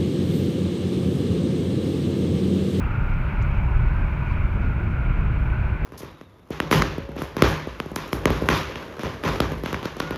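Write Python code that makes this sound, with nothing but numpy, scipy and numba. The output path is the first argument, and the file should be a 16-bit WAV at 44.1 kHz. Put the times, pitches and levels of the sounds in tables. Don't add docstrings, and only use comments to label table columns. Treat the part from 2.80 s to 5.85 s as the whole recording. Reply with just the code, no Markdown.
import sys
import numpy as np
from scipy import signal
from scipy.fft import rfft, irfft, next_fast_len
from scipy.io import wavfile
from scipy.ndimage import uniform_filter1d
from numba import njit

SR = 44100
rng = np.random.default_rng(int(sys.argv[2]) if len(sys.argv) > 2 else 0)


def to_wav(sig):
    pcm = np.clip(np.atleast_2d(sig), -1, 1) * 32767
    pcm = np.round(pcm).astype(np.int16)
    wavfile.write(sys.argv[1], SR, pcm.T)


def voltage_ratio(decibels):
    exponent = np.asarray(decibels, float) / 20
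    return 10 ** exponent


N = 134505

# time_s, cycle_hz
ENGINE_CYCLE = [(0, 20.64), (.45, 20.65), (.7, 20.55), (1.3, 20.58), (1.9, 20.62), (3.05, 20.62)]
# order (multiple of the cycle), level_db (rms)
ENGINE_ORDERS = [(10, -44), (12, -54), (15, -53), (16, -56), (17, -59), (18, -54.5), (19, -58), (20, -60),
                 (25, -62), (28, -56.5), (29, -63), (30, -57.5), (31, -65), (33, -62.5)]
# pitch_hz, level_db (rms)
DRIVELINE_TONES = [
    (61.2, -27.5),
    (122.3, -38),
    (26.6, -38),
    (40.3, -38),
    (93.4, -41),
]
# time_s, load_db
DRIVELINE_LOAD = [(0, -1), (.3, 0), (.55, 1), (.8, 2.5), (1.2, 1), (1.35, -1), (1.55, 0), (1.85, 2),
                  (2.05, -2.5), (2.3, 1), (2.65, -1), (2.8, -0.5), (2.93, 0.5), (2.99, -16.5), (3.05, 8)]
# time_s, level_db (rms)
GEAR_WHINE = [(0, -48), (.3, -46), (.5, -51), (.9, -58), (3.05, -60)]
# frequency_hz, density_db (per Hz)
ROAD_SPECTRUM = [(8, -30), (18, -20), (30, -1), (60, -8), (135, -7), (230, -21.5), (460, -31), (900, -36)]
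# time_s, level_db
ROAD_ROUGHNESS = [(0.03, -22.5), (0.1, -22.5), (1.15, -23.5), (1.24, -21.5), (1.29, -25.5), (1.54, -23),
                  (1.74, -24.5), (1.75, -20.5), (2.25, -22), (2.27, -21.5), (2.72, -22.5), (2.95, -23.5),
                  (2.99, -29), (3.02, -20.5)]
# time_s, peak_db, thump_hz
ROAD_SEAMS = [(0.118, -13, 44), (0.182, -14, 69), (0.281, -13.5, 45.3), (0.41, -14, 43.5), (0.672, -10, 58),
              (0.687, -19.5, 61.4), (0.756, -22, 37.4), (0.802, -12.5, 54), (0.963, -11, 32),
              (0.996, -11, 55.4), (1.099, -14.5, 45.4), (1.179, -10.5, 48.3), (1.211, -15, 37),
              (1.229, -11, 47), (1.328, -10, 49), (1.378, -15, 67), (1.457, -13, 60), (1.477, -15, 34.8),
              (1.522, -7.5, 61), (1.555, -7, 52), (1.604, -9.5, 50.3), (1.703, -12.5, 47),
              (1.849, -11, 38.3), (1.9, -10.5, 52.5), (1.997, -13, 65), (2.076, -11, 49.3),
              (2.127, -13, 65.6), (2.195, -11, 59.4), (2.26, -17, 74.5), (2.323, -13.5, 41),
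              (2.422, -9, 71), (2.62, -15.5, 39), (2.928, -13, 60)]
# centre_s, length_s, pitch_hz, peak_db
PANEL_BOOMS = [(.15, 0.17, 93, -30), (.3, .3, 29, -22.5), (.62, 0.16, 100, -28), (.7, 0.38, 135, -32),
               (.76, 0.18, 43, -24), (1.0, 0.3, 36, -25), (1.05, 0.12, 120, -26.5), (1.23, 0.11, 42, -23.5),
               (1.55, 0.13, 95, -26), (1.72, .35, 42, -26), (2.2, 0.25, 93, -31.5), (2.3, 0.19, 38, -21.5),
               (2.42, 0.28, 142, -31.5), (2.42, .2, 190, -37), (2.63, 0.16, 46, -28),
               (2.8, 0.12, 98, -26.5)]
# frequency_hz, density_db (per Hz)
WIND_SPECTRUM = [(400, -23.5), (700, -12), (1300, -2), (1800, -11), (2300, -4), (3300, -27), (4600, -36.5),
                 (5000, -53.5)]
# time_s, wind_db, low_ring_hz, main_ring_hz, main_ring_db
CABIN_RINGS = [(0.03, -36, 882, 1375, 0), (0.35, -37.5, 907, 1450, 3), (0.46, -36.5, 1022, 1430, 0.5),
               (0.58, -36.5, 883, 1455, -2.5), (1.28, -37, 957, 1520, 0), (1.84, -37.5, 955, 1420, 0.5),
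               (1.89, -39, 915, 1434, 4), (2.3, -38, 995, 1420, 2), (3.02, -38, 898, 1505, 1)]
# centre_s, length_s, pitch_hz, peak_db
SEAL_WHISTLES = [(.22, 0.089, 913, -47.5), (.55, .14, 1440, -46), (.65, .08, 1455, -42.5),
                 (.76, 0.062, 915, -52), (.83, .1, 1480, -50), (1.0, 0.077, 1497, -44),
                 (1.04, 0.12, 1460, -44), (1.09, 0.079, 950, -46.5), (1.15, 0.13, 998, -47.5),
                 (1.15, 0.14, 1500, -48), (1.2, .12, 1577, -43.5), (1.3, 0.13, 1500, -48),
                 (1.43, 0.064, 963, -44), (1.46, 0.087, 1465, -43), (1.52, .08, 986, -48),
                 (1.8, .1, 1493, -51.5), (1.86, 0.066, 1412, -45), (1.9, 0.064, 1440, -45),
                 (2.01, 0.077, 1423, -43), (2.1, 0.073, 1435, -50.5), (2.2, 0.091, 1416, -49.5),
                 (2.35, 0.15, 1400, -45.5), (2.5, .1, 993, -50.5), (2.75, 0.11, 1467, -45.5),
                 (2.95, 0.16, 1504, -49)]
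# time_s, shaded_share (0-1)
BODY_SHADE = [(0, 0), (1.4, 0), (2.1, 0), (2.4, 0.22), (3.05, 0.09)]
# time_s, peak_db, ring_hz
TRIM_TICKS = [(.298, -57, 4200), (.338, -55, 4000), (.609, -54, 4000), (.614, -48, 3600), (.619, -53, 3800),
              (.624, -52, 4400), (.625, -57, 6500), (.634, -56, 4500), (.747, -55, 4600), (.768, -59, 5500),
              (.776, -59, 5500), (.847, -55, 4200), (1.47, -59, 6000), (1.498, -57, 4500),
              (1.512, -52, 3800), (1.521, -51, 4800), (1.53, -55, 4000), (1.568, -56, 3700),
              (1.737, -56, 3900), (1.818, -54, 3800), (1.83, -55, 3700), (2.037, -56, 3900),
              (2.118, -56, 4000), (2.207, -58, 4000)]
# frequency_hz, density_db (per Hz)
HISS_SPECTRUM = [(3500, -6), (5400, 3.5), (7600, -3), (8700, -0.5), (10400, -5.5), (11200, -3),
                 (12600, -1.5), (16000, 3.5)]


def level(x, db):
    return x * voltage_ratio(db) / np.sqrt(np.mean(x ** 2))


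def column(table, axis):
    rows = np.array(table, float)
    return np.interp(np.arange(N) / SR, rows[:, 0], rows[:, axis])


def walk(rate_hz):
    hold = max(int(SR / rate_hz), 1)
    steps = np.repeat(rng.standard_normal(400), hold)[:N + 2 * hold]
    smooth = uniform_filter1d(uniform_filter1d(steps, hold), hold)
    return 1.27 * smooth[hold:N + hold]


@njit
def svf(x, hz, width_hz):
    y, band, low = np.empty(len(x)), 0., 0.
    for i in range(len(x)):
        g = np.tan(np.pi * hz[i] / SR)
        damping = width_hz / hz[i]
        v = (band + g * (x[i] - low)) / (1 + g * (g + damping))
        band, low = 2 * v - band, low + 2 * g * v
        y[i] = damping * v
    return y


def ring(x, hz, width_hz):
    centre_hz = hz + np.zeros(N)
    once = svf(x, centre_hz, 1. * width_hz)
    return svf(once, centre_hz, 1. * width_hz)


def coloured(spectrum, swell_db, flicker_db, flicker_hz):
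    rows, size = np.array(spectrum, float), next_fast_len(N)
    octave = np.log2(np.arange(1, size // 2 + 2) * SR / size)
    points = np.log2(rows[:, 0])
    gain_db = np.interp(octave, points, rows[:, 1], left=-99, right=-99)
    noise = rfft(rng.standard_normal(size)) * voltage_ratio(gain_db)
    swell, out = swell_db * walk(4.284), 0
    for centre in np.arange(3, 15, .5):
        if points[0] - 1 < centre < points[-1] + 1:
            share = np.cos(np.pi * np.clip(octave - centre, -.5, .5)) ** 2
            band = irfft(noise * share, size)[:N]
            out = out + band * voltage_ratio(swell + flicker_db * walk(flicker_hz))
    return level(out, 0)


def tone(hz, db, wander_db, wander_hz):
    gain = np.sqrt(2) * voltage_ratio(db + wander_db * walk(wander_hz))
    turns = np.cumsum(hz) / SR + rng.random()
    return gain * np.sin(2 * np.pi * turns)


def bursts(times_s, db, decay_s):
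    hits = np.zeros(N)
    places = np.clip((np.asarray(times_s) * SR).astype(int), 0, N - 1)
    np.add.at(hits, places, voltage_ratio(db))
    envelope = signal.lfilter([1], [1, -np.exp(-1 / (decay_s * SR))], hits)
    return envelope * rng.standard_normal(N)


def swelling_tones(table):
    t = np.arange(N) / SR
    clock = t + np.cumsum(.005 * walk(25.03)) / SR
    phase = rng.random((60, 1))
    out = np.zeros(N)
    for k, (centre_s, length_s, hz, db) in enumerate(table):
        envelope = voltage_ratio(db) * np.sqrt(2) * np.exp(-(2 * (t - centre_s) / length_s) ** 2)
        out += envelope * np.sin(2 * np.pi * (hz * clock + phase[k]))
    return out


def engine():
    cycle_hz = column(ENGINE_CYCLE, axis=1)
    return sum(tone(round(order) * cycle_hz, db, wander_db=3, wander_hz=3.5) for order, db in ENGINE_ORDERS)


def driveline():
    load_db = column(DRIVELINE_LOAD, axis=1)
    drones = sum(tone(hz + .4 * walk(3.01), db + load_db, wander_db=1.8, wander_hz=2.8)
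                 for hz, db in DRIVELINE_TONES)
    whine_hz = 1401 + 2.5 * walk(1.41)
    return drones + tone(whine_hz, column(GEAR_WHINE, axis=1), wander_db=1.6, wander_hz=1.2)


def road():
    boom = coloured(ROAD_SPECTRUM, swell_db=.3, flicker_db=.7, flicker_hz=10)
    return voltage_ratio(column(ROAD_ROUGHNESS, axis=1) - 2) * boom


def seams():
    t, out = np.arange(N) / SR, np.zeros(N)
    for peak_s, db, hz in ROAD_SEAMS:
        swing = (np.pi * 1.17 * hz * (t - peak_s)) ** 2
        out += voltage_ratio(db - 2) * (1 - 2 * swing) * np.exp(-np.minimum(swing, 50))
    return out


def panel_booms():
    return swelling_tones(PANEL_BOOMS)


def rush():
    return rng.standard_normal(N) * voltage_ratio(1.1 * walk(11))


def wind():
    low_hz, main_hz = column(CABIN_RINGS, axis=2), column(CABIN_RINGS, axis=3)
    main_db = column(CABIN_RINGS, axis=4)
    low = level(ring(rush(), low_hz, width_hz=276), -7.5)
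    main = level(ring(rush(), main_hz, width_hz=310), -7.5) * voltage_ratio(main_db + 0.71 * walk(20))
    leak = ring(rush(), main_hz + 20 * walk(4.2), width_hz=60)
    main += level(leak, -18) * voltage_ratio(main_db)
    high = level(ring(rush(), 2440, width_hz=574), -12)
    broad = voltage_ratio(-4) * coloured(WIND_SPECTRUM, swell_db=.4, flicker_db=1.2, flicker_hz=12)
    return voltage_ratio(column(CABIN_RINGS, axis=1)) * (broad + low + main + high)


def seal_whistles():
    return swelling_tones(SEAL_WHISTLES)


def body_shade(cab):
    hum = svf(cab, 616 + np.zeros(N), 890.)
    return cab - np.clip(column(BODY_SHADE, axis=1), 0, 1) * hum


def trim():
    decay_s, width_hz, crackle_per_s = .004, 2400, 70
    rows = np.array(TRIM_TICKS)
    chance = rng.random((400, 2))
    crackle_s = np.cumsum(-np.log(chance[:, 0]) / crackle_per_s)
    crackle_db = np.where(crackle_s < N / SR, -66 + 4 * (2 * chance[:, 1] - 1), -200)
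    latest = np.clip(np.searchsorted(rows[:, 0], np.arange(N) / SR) - 1, 0, None)
    ticks = ring(bursts(rows[:, 0], rows[:, 1] + 5.5, decay_s), rows[latest, 2], width_hz)
    return ticks + ring(bursts(crackle_s, crackle_db, decay_s), 4500, 2.0 * width_hz)


def phone():
    step_hz, first_s, second_s, decay_s = 60.01, .015, .0097, .0013
    times_s = first_s + np.arange(int(N / SR * step_hz) - 1) / step_hz
    scatter_db = 1.8 * rng.standard_normal((len(times_s), 2))
    ticks = bursts(times_s, scatter_db[:, 0], decay_s)
    ticks = ticks + bursts(times_s + second_s, -4 + scatter_db[:, 1], decay_s)
    motor = level(ring(ticks, 13200, width_hz=6000), -81)
    hiss = voltage_ratio(-72) * coloured(HISS_SPECTRUM, swell_db=.6, flicker_db=.8, flicker_hz=12)
    fade_db = -1 * (np.arange(N) - N / 2) / SR
    return voltage_ratio(fade_db) * (hiss + motor)


def scene():
    cab = engine() + driveline() + road() + seams() + panel_booms() + wind() + seal_whistles()
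    return (body_shade(cab) + trim() + phone())[None]


def top_cut(x):
    return signal.sosfilt(signal.butter(12, 15730, fs=SR, output="sos"), x)


def record(dry):
    return top_cut(dry)


dry = scene()
out = record(dry)
to_wav(out)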